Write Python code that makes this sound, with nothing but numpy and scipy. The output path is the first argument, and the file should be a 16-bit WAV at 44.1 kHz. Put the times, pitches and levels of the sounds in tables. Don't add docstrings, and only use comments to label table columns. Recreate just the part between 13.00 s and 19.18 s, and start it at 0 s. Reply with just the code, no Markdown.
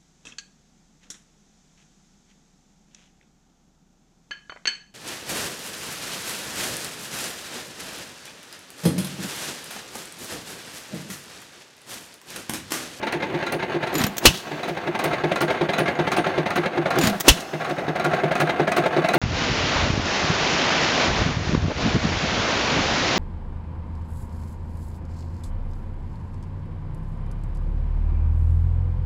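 import sys
import numpy as np
from scipy import signal
from scipy.fft import rfft, irfft
from scipy.io import wavfile
from scipy.ndimage import uniform_filter1d

SR = 44100
rng = np.random.default_rng(int(sys.argv[2]) if len(sys.argv) > 2 else 0)


def store_pcm(level_fs):
    pcm = np.round(np.clip(level_fs, -1, 1) * 32767).astype(np.int16)
    wavfile.write(sys.argv[1], SR, np.atleast_2d(pcm).T)


N = 272538
AGE = np.arange(SR // 3) / SR
STROKE_S = .178

# t/s, blast level/dB, boom level/dB
FIRINGS = [(1.2529, -3.5, -14), (4.2800, -4, -7.5)]
# t/s, level/dB
INTAKE_STROKES = [(.918, -1.5), (3.961, 2.5)]
# f/Hz, spectral level/dB
JET_SPECTRUM = [(100, 4.5), (280, 7.5), (600, 0.5), (1200, -0.5), (2300, -1), (2650, 4), (3200, 1.5),
                (3600, 2.5), (4400, -0.5), (6000, 0), (9000, -8), (16000, -15)]
SUCTION_SPECTRUM = [(200, -17), (700, 3.5), (2200, 1), (4000, -2.5), (7000, -11.5), (11000, -14.5),
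                    (16000, -17)]
IRON_SPECTRUM = [(53, -19), (90, -33), (173, 8.5), (270, -1), (707, 2.5), (1150, -6.5), (1680, -3),
                 (1930, -3), (2080, -1.5), (3120, -11.5), (3930, -11.5), (5350, -24.5), (6490, -26.5),
                 (7710, -45), (9000, -30), (11700, -136), (19800, -120)]
TICK_SPECTRUM = [(2000, -40), (3900, 11), (5000, 5), (6400, 6.5), (7600, 0), (9200, 1.5), (10500, -5.5),
                 (16000, -8.5)]
BEARING_SPECTRUM = [(30, -33), (65, -8.5), (100, -8.5), (150, -1), (266, -4.5), (364, 4), (437, -3.5),
                    (560, -2.5), (720, 0), (1010, -8.5), (2010, -12), (2830, -17.5), (4000, -35),
                    (5500, -40), (9000, -43.5), (16000, -49)]
# f/Hz, level/dB, t60/s
LINKAGE_MODES = [(372, -8.5, 0.13), (503, -1.5, 0.23), (716, -0.5, 0.065), (859, -7, 0.085),
                 (1134, -7, .08), (1324, 0, 0.063), (1390, -4.5, 0.067), (1592, 3.5, 0.05),
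                 (2120, -12, 0.26), (2270, -16, 0.14), (2565, -13.5, 0.12), (6700, -28, 0.15)]
# t/s, level/dB before each part's weight, share of hopper resonance
CLATTER_COURSE = [(0, -3, -0.64), (1.5, -2.5, -0.24), (2.5, -.5, -0.00038), (3.4, -0.5, -0.063),
                  (4.5, -2.22, 0.69), (6.18, 0, 0.29)]


def exhaust(pipe_db=-7, shove_db=8, hum_db=-24, rise_s=0.0041):
    pipe_modes = [(2705, 0, 0.026), (2962, 2, 0.045), (3193, -3.5, 0.037), (3420, -5, .035),
                  (4100, -3, 0.038), (4440, -12, .035), (5700, -12, .025)]
    slap_echoes = [(1.335, -35.5), (4.365, -48)]
    echo_spectrum = [(1500, -18), (2400, -14), (2900, 4), (4200, -2), (6000, -8), (16000, -19)]
    out = np.zeros(N)
    shove = np.sin(phase(200 + 530 * np.exp(-AGE / .0018))) * fade(0.00043, 0.029)
    from_peak = AGE - 0.0295
    boom = np.cos(2 * np.pi * 55 * (from_peak + 0.0029)) * np.exp(-(from_peak / 0.0069) ** 2 / 2)
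    hum_hz = 95 + 115 * (1 - np.exp(-np.maximum(AGE - .025, 0) / 0.0354))
    hum = punch(np.sin(phase(hum_hz)) * fade(0.01, 0.29))
    since = np.maximum(AGE - rise_s, 0)
    burst, drain = amp(10 - 60 * since / 0.05), amp(-13.5 - 60 * since / 0.25)
    flow = np.minimum(AGE / rise_s, 1) ** 2 * (burst + drain)
    for s, db, boom_db in FIRINGS:
        jet = noise(JET_SPECTRUM) * flow
        pipe = punch(signal.fftconvolve(jet, ring(pipe_modes))[:len(AGE)], size=1500)
        blast = jet + amp(pipe_db) * pipe + amp(shove_db) * shove
        gusts = 1 + 0.37 * flutter(300)
        add(out, s, amp(db) * blast + amp(boom_db) * boom + amp(hum_db) * hum * gusts)
    for s, db in slap_echoes:
        add(out, s, amp(db) * punch(noise(echo_spectrum) * fade(.02, 0.21), size=2200))
    return out


def intake(closed_hz=383.5, swept_ratio=2.75, rough=0.31, gulp_hz=175, gulp_width_s=0.0021):
    draught_spectrum = [(30, -20), (60, 6), (250, 0), (500, -22), (2000, -60)]
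    gulps = [(1.011, -14), (1.0455, -12), (4.043, -10.5), (4.0765, -11.5)]
    out = np.zeros(N)
    travel = (1 - np.cos(np.pi * np.minimum(AGE / STROKE_S, 1))) / 2
    hum_hz = closed_hz / np.sqrt(1 + swept_ratio * travel)
    hum_level = amp(-23 - 60 * np.maximum(AGE - 0.94 * STROKE_S, 0) / 0.24) * (1 - np.exp(-AGE / 0.0069))
    for s, db in INTAKE_STROKES:
        speed = piston_speed(s + AGE)
        rumble = amp(-36) * speed ** 2 * noise(draught_spectrum)
        eddies = 1 - rough + rough * (flutter(350) + 1j * flutter(350))
        hum = hum_level * (eddies * np.exp(1j * phase(hum_hz))).imag
        seep = amp(-42) * np.sin(np.pi * AGE / AGE[-1])
        hiss = (amp(-26) * abs(speed) ** 5.3 + seep) * noise(SUCTION_SPECTRUM)
        add(out, s, amp(db) * (hiss + rumble + hum))
    t = np.arange(-.01, .01, 1 / SR)
    gulp = -np.cos(2 * np.pi * gulp_hz * t) * np.exp(-(t / gulp_width_s) ** 2 / 2)
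    for s, db in gulps:
        add(out, s + t[0], amp(db) * gulp)
    return out


def valve_flutter():
    flaps = [(0.942, -43, -44, -39), (.953, -26, -38, -38), (0.982, -34, -31.5, -34),
             (1.002, -38, -49, -42), (1.015, -27.5, -48, -42), (1.038, -22, -47, -38),
             (1.066, -31.5, -40, -35), (3.986, -23.5, -42, -39), (4.012, -27, -32, -50),
             (4.036, -31, -32, -39), (4.071, -20.5, -35, -41), (4.097, -30.5, -54, -44)]
    stem_modes = [(6980, 2, 0.11), (7650, -18, .06)]
    head_modes = [(10400, -18, .05), (13040, 10, 0.038)]
    out = np.zeros(N)
    stem, head = punch(ring(stem_modes)), punch(ring(head_modes))
    for s, click_db, stem_db, head_db in flaps:
        click = punch(noise(SUCTION_SPECTRUM) * fade(0.00053, 0.08), size=400)
        click += 0.53 * punch(noise(TICK_SPECTRUM) * fade(0.00034, 0.021), size=400)
        add(out, s, amp(click_db) * click + amp(stem_db) * stem + amp(head_db) * head)
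    return out


def igniter():
    snaps = [(1.168, -29.5), (1.181, -20), (4.200, -27), (4.206, -18.5)]
    snap_spectrum = [(1000, -1), (2700, -2.5), (3500, 1), (4600, -5), (6200, 3), (9000, -6.5), (12000, -7),
                     (15500, 1)]
    out = np.zeros(N)
    for s, db in snaps:
        add(out, s, amp(db) * punch(noise(snap_spectrum) * fade(0.00068, 0.031), size=300))
    return out


def combustion(groan_db=-25, leak_db=-24, leak_rise_s=0.014, length_s=0.04):
    out, t = np.zeros(N), np.arange(-length_s, 0, 1 / SR)
    for s, _, _ in FIRINGS:
        groan = noise(BEARING_SPECTRUM, size=len(t)) * np.sqrt(np.linspace(0, 1, len(t)))
        leak = noise(JET_SPECTRUM, size=len(t)) * np.exp(t / leak_rise_s)
        add(out, s + t[0], amp(groan_db) * groan + amp(leak_db) * leak)
    return out


def crank_knocks(db=-18.8, limp_db=0.8, jitter_s=0.00021):
    blows = [(.0031, -1.4), (0.0108, -2.3), (0.0174, -5), (0.0237, -4), (0.0284, -7.5)]
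    body_modes = [(155.3, -2, .14), (170.97, 23, 0.0047), (298.6, -4, 0.082), (345, 7, 0.096),
                  (396.5, -8, 0.089), (514.5, 0, .059), (620, -8.5, .105), (719.5, -8, 0.12)]
    out = np.zeros(N)
    for angle, accent_db in enumerate([limp_db, -limp_db]):
        for s in crank_passes(angle, every=2)[0]:
            chatter = np.zeros(len(AGE))
            body = ring(body_modes, scatter=.2) * fade(0.0008, 9.0)
            for delay, blow_db in blows:
                add(chatter, delay + jitter_s * rng.normal(), -amp(blow_db) * body)
            level = amp(db + accent_db + clatter_db(s, hush_db=-11, near=1.75))
            add(out, s, level * punch(chatter, size=1400))
    return out


def gear_train():
    gear_modes = [(392.4, -2, .1), (566.5, 4.5, 0.065), (636, 1, 0.083), (707, 1, 0.07), (877.6, 0, 0.12),
                  (1419, -13, 0.067), (1585, -10, 0.14), (1687, -2, 0.076), (2061, -4, 0.12),
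                  (2233, -11.5, 0.15), (2694, -12, 0.095), (3220, -13, 0.071), (3780, -14, 0.066),
                  (6100, -26, 0.071)]
    cam_modes = [(524.5, -0.5, 0.085), (719, 6, 0.077), (1124, -5.5, 0.098), (1270, -9, 0.1),
                 (1411, -1.5, 0.077), (1561, -0.5, 0.059), (1851, -17, .09), (1977, -10, 0.11),
                 (2464, -8, 0.087), (2700, -12, 0.074), (2995, -12.5, 0.1), (4250, -13, 0.072)]
    rattle = [(.092, -34, -45), (.122, -53, -38)]
    outward = strikes(.456, every=1, db=-24, tick_db=-43.5, hush_db=-15.5, near=1.26, slip=.15,
                      tick_hush_db=-20)
    inward = strikes(.037, every=1, db=-25, tick_db=-49.5, hush_db=-3.5, near=2.6, slip=.05,
                     tick_hush_db=1)
    cam = strikes(.94, every=2, db=-23.5, tick_db=-35, hush_db=-15.5, near=0.87, slip=.18,
                  tick_hush_db=-21, speed_power=2.9, release_db=-6.5)
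    slack = strikes(1.328, every=2, db=-28.5, tick_db=-50, hush_db=-19, near=2.8, slip=.2)
    taut = strikes(1.81, every=2, db=-34.5, tick_db=-59, hush_db=-18, near=1.7, slip=.11)
    linkage = np.vstack([slack, taut])
    seating = [(pop + delay, db, tick_db) for pop, _, _ in FIRINGS for delay, db, tick_db in rattle]
    return (clacks(outward, gear_modes, ring_db=2, slide_db=0.5, rise=0.001, snap=.3, t60=0.085)
            + clacks(inward, gear_modes, ring_db=-0.5, slide_db=1.5, rise=0.0015, snap=.3, t60=0.054)
            + clacks(cam, cam_modes, ring_db=1, slide_db=-6, rise=0.0056, snap=1.6, t60=0.074)
            + clacks(linkage, LINKAGE_MODES, ring_db=3.5, slide_db=-22, rise=0.0024, snap=.8, t60=0.093)
            + clacks(seating, LINKAGE_MODES, ring_db=-19, slide_db=-10, rise=0.0013, snap=.95, t60=.085))


def governor_latch():
    catches = [(0.0692, -26, -47, -42), (.466, -29, -45, -36), (.870, -31.5, -47, -44),
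               (1.6316, -31, -45.5, -38), (1.992, -28, -39, -41), (2.359, -26.5, -41, -38),
               (2.734, -26, -43, -33), (3.1181, -25, -36, -40), (3.5065, -27.5, -42, -45),
               (3.906, -25.5, -39.5, -43), (4.6467, -33.5, -48, -45), (4.997, -28.5, -45, -41),
               (5.354, -27.5, -41, -49), (5.7176, -25.5, -37.5, -42), (6.088, -25.5, -36.5, -34)]
    latch_modes = [(507.5, -5.5, 0.093), (717, 1.5, 0.091), (802, -4, 0.11), (1092, -3, 0.13),
                   (1236, -2.5, 0.1), (1388, -4.5, 0.17), (1820, -6, 0.08), (1980, -7, .12),
                   (1996, -6, 0.17), (2336, -11.5, 0.17), (2520, -8.5, .12)]
    spring_modes = [(3600, 0, .07), (3950, 8, .085), (6620, -10.5, 0.14)]
    blows = [row[:3] for row in catches]
    out = clacks(blows, latch_modes, ring_db=0, slide_db=-21, rise=0.0013, snap=2.6, t60=0.19)
    ping = punch(ring(spring_modes) * fade(0.0018, 3.0))
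    for s, _, _, spring_db in catches:
        add(out, s, amp(spring_db) * ping)
    return out


def push_rod():
    clicks = [(0.123, -46, -60, -54), (.523, -33, -52, -46), (1.6856, -43, -66, -61),
              (2.041, -31, -56, -56), (2.0477, -38, -53, -55), (2.4158, -32.5, -60, -48),
              (2.7915, -38, -54, -45), (3.172, -42, -47, -46), (3.5623, -38, -56, -51),
              (5.0504, -48, -58, -62), (5.4087, -36, -55, -56), (5.772, -36, -52, -60),
              (6.144, -30.5, -60, -58)]
    click_spectrum = [(2000, -20), (5000, -6), (7500, -8), (9000, 2.5), (11500, -2.5), (13000, -1),
                      (15000, 0), (16000, 2)]
    low_modes = [(6700, -11, .14), (8600, 7, 0.16), (8700, -4, .13)]
    high_modes = [(6331, -7, .14), (9400, 3, 0.16), (9490, -4, .13), (10880, -9, .13)]
    out = np.zeros(N)
    envelope = fade(.0004, 0.026) + amp(-15) * fade(.0004, .13)
    for s, click_db, low_db, high_db in clicks:
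        click = punch(noise(click_spectrum) * envelope, size=400)
        low, high = punch(ring(low_modes, scatter=.4)), punch(ring(high_modes, scatter=.4))
        add(out, s, amp(click_db) * click + amp(low_db) * low + amp(high_db) * high)
    return out


def clacks(blows, modes, ring_db, slide_db, rise, snap, t60):
    out, shared_noise = np.zeros(N), noise(IRON_SPECTRUM)
    slide = signal.windows.hann(530)
    tick_envelope = snap * fade(.0003, 0.0099) + fade(0.00091, 0.065) + 0.31 * fade(0.0043, 0.22)
    for s, db, tick_db in blows:
        bounce = amp(4 * flutter(90))
        clank = punch((shared_noise + noise(IRON_SPECTRUM)) * fade(rise, t60))
        tones = punch(ring(modes, scatter=0.6) * fade(rise, 4.9))
        tick = punch(noise(TICK_SPECTRUM) * bounce * tick_envelope)
        add(out, s - .001, amp(db) * (clank + amp(ring_db) * tones) + amp(tick_db) * tick)
        add(out, s - .008, amp(db + slide_db) * slide * noise(IRON_SPECTRUM)[:len(slide)])
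    return out


def strikes(angle, every, db, tick_db, hush_db, near, slip, tick_hush_db=-6, speed_power=4.9,
            release_db=0):
    s, speed = crank_passes(angle, every, slip)
    force_db = release_db * sum(abs(s - start) < .1 for start, _ in INTAKE_STROKES)
    iron_level = db + clatter_db(s, hush_db, near)
    tick_level = tick_db + speed_power * 20 * np.log10(speed) + clatter_db(s, tick_hush_db, near)
    return np.transpose([s, iron_level + force_db, tick_level + force_db])


def crank_passes(angle, every, slip=0, usual_turn_s=.18):
    coasts = [(-.0564, .96, .19597, .00172), (1.512, 3.99, .17695, .001894), (4.5304, 6.18, .1722, .0017)]
    rows, turn = [], np.arange(0, 16, every) + angle
    for first, last, period, slowing in coasts:
        turn_s = period + slowing * turn
        early_s = slip * (turn_s - usual_turn_s)
        s = first + turn * (period + turn_s) / 2 - early_s
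        rows.append(np.array([s, usual_turn_s / turn_s])[:, s < last])
    return np.hstack(rows)


def piston_speed(s):
    return sum(np.sin(np.pi * np.clip((s - start) / STROKE_S, 0, 1)) for start, _ in INTAKE_STROKES)


def clatter_db(s, hush_db, near):
    when, course_db, _ = np.transpose(CLATTER_COURSE)
    hush_s = [-0.17, -0.06, 0, 1.07]
    hush = sum(np.interp(s - pop, hush_s, [0, 1, 1, 0]) ** 1.7 for pop, _, _ in FIRINGS)
    return near * np.interp(s, when, course_db) + hush_db * hush


def grind(rub_db=-30, teeth_db=-33, taps_per_s=130, spread_db=2.5, uneven_db=2.5):
    load = unit(uniform_filter1d(flutter(1100, size=N), size=700))
    level = amp(clatter_db(np.arange(N) / SR, hush_db=-9, near=0.63) + uneven_db * np.clip(load, -2, 1))
    taps = (rng.random(N) < taps_per_s / SR) * rng.choice([-1, 1], N)
    force = amp(spread_db * np.minimum(rng.exponential(1, N), 3))
    clank = punch(noise(IRON_SPECTRUM) * fade(0.00041, 0.075))
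    tooth = (clank + 0.77 * punch(ring(LINKAGE_MODES, scatter=0.077))) * fade(0.0007, 3.0)
    teeth = unit(signal.oaconvolve(taps * force, tooth)[:N])
    return level * (amp(rub_db) * noise(BEARING_SPECTRUM, size=N) + amp(teeth_db) * teeth)


def hopper(x):
    resonances = [(161, 3.1, 0.65), (718, 2.8, 0.92), (906, 12, -1), (1300, 2.7, 0.69), (2790, 1.7, -0.073)]
    when, _, share = np.transpose(CLATTER_COURSE)
    colour = sum(strength * signal.lfilter(*signal.iirpeak(hz, q, fs=SR), x)
                 for hz, q, strength in resonances)
    return x + np.interp(np.arange(N) / SR, when, share) * colour


def room(x, stretch):
    decay_times = [(100, 0.29), (500, 0.37), (2000, 0.46), (5000, 0.52), (10000, 0.29), (16000, 0.49)]
    hz, t, bands = signal.stft(rng.standard_normal(2 * SR), SR, nperseg=256)
    t60 = stretch * read(decay_times, hz)[:, None]
    tail = signal.istft(bands * amp(-60 * t / t60), SR, nperseg=256)[1]
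    tail *= np.minimum(np.arange(len(tail)) / SR / 0.0023, 1)
    tail = cut_bass(tail, hz=150)
    return signal.fftconvolve(x, tail / np.linalg.norm(tail))[:N]


def ring(modes, scatter=0):
    out = np.zeros(len(AGE))
    for hz, db, t60 in modes:
        excitation = 1 + scatter * (rng.normal() + 1j * rng.normal())
        out += amp(db - 60 * AGE / t60) * (excitation * np.exp(2j * np.pi * hz * AGE)).real
    return out


def noise(spectrum, size=len(AGE)):
    gain = amp(read(spectrum, np.fft.rfftfreq(size, 1 / SR)))
    return unit(irfft(rfft(rng.standard_normal(size)) * gain, size))


def flutter(width, size=len(AGE)):
    return unit(uniform_filter1d(rng.standard_normal(size), size=width))


def fade(rise, t60):
    return (1 - np.exp(-AGE / rise)) * amp(-60 * AGE / t60)


def phase(hz):
    return 2 * np.pi * np.cumsum(hz) / SR


def cut_bass(x, hz):
    return signal.sosfilt(signal.butter(2, hz, "high", fs=SR, output="sos"), x)


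def read(points, hz):
    f, value = np.transpose(points)
    return np.interp(np.log(hz + 1), np.log(f), value)


def amp(db):
    return 10 ** (np.asarray(db) / 20)


def unit(x):
    return punch(x, size=len(x))


def punch(x, size=882):
    return x / np.sqrt(np.mean(x[:size] ** 2) + 1e-20)


def add(mix, s, sound):
    start = round(s * SR)
    sound = sound[max(-start, 0):]
    part = mix[max(start, 0):][:len(sound)]
    part += sound[:len(part)]


def scene():
    iron = (crank_knocks() + gear_train() + governor_latch() + push_rod()
            + grind() + combustion() + igniter())
    iron = cut_bass(hopper(iron), hz=70)
    air, pops = intake() + valve_flutter(), exhaust()
    near_reflections = amp(-15.5) * room(iron + .5 * air, stretch=0.57)
    far_reflections = amp(-31.5) * room(pops, stretch=5.1)
    return (iron + air + pops + near_reflections + far_reflections)[None]


def record(dry, ceiling=0.64, threshold_db=-14, ratio=1.06, recovery_db_per_s=32, edge_hz=16100):
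    clipped = dry / (1 + (dry / ceiling) ** 6) ** (1 / 6)
    power = signal.lfilter(np.ones(1300) / 1300, 1, clipped[0] ** 2)
    over_db = np.maximum(10 * np.log10(power + 1e-12) - threshold_db, 0)
    fall = recovery_db_per_s * np.arange(N) / SR
    held_db = np.maximum.accumulate(over_db + fall) - fall
    duck_db = signal.lfilter([.0004], [1, -.9996], held_db) * (1 - 1 / ratio)
    band_limit = signal.firwin(511, edge_hz, window=("kaiser", 9), fs=SR)
    return signal.oaconvolve(clipped / amp(duck_db), band_limit[None], "same")


dry = scene()
out = record(dry)
store_pcm(out)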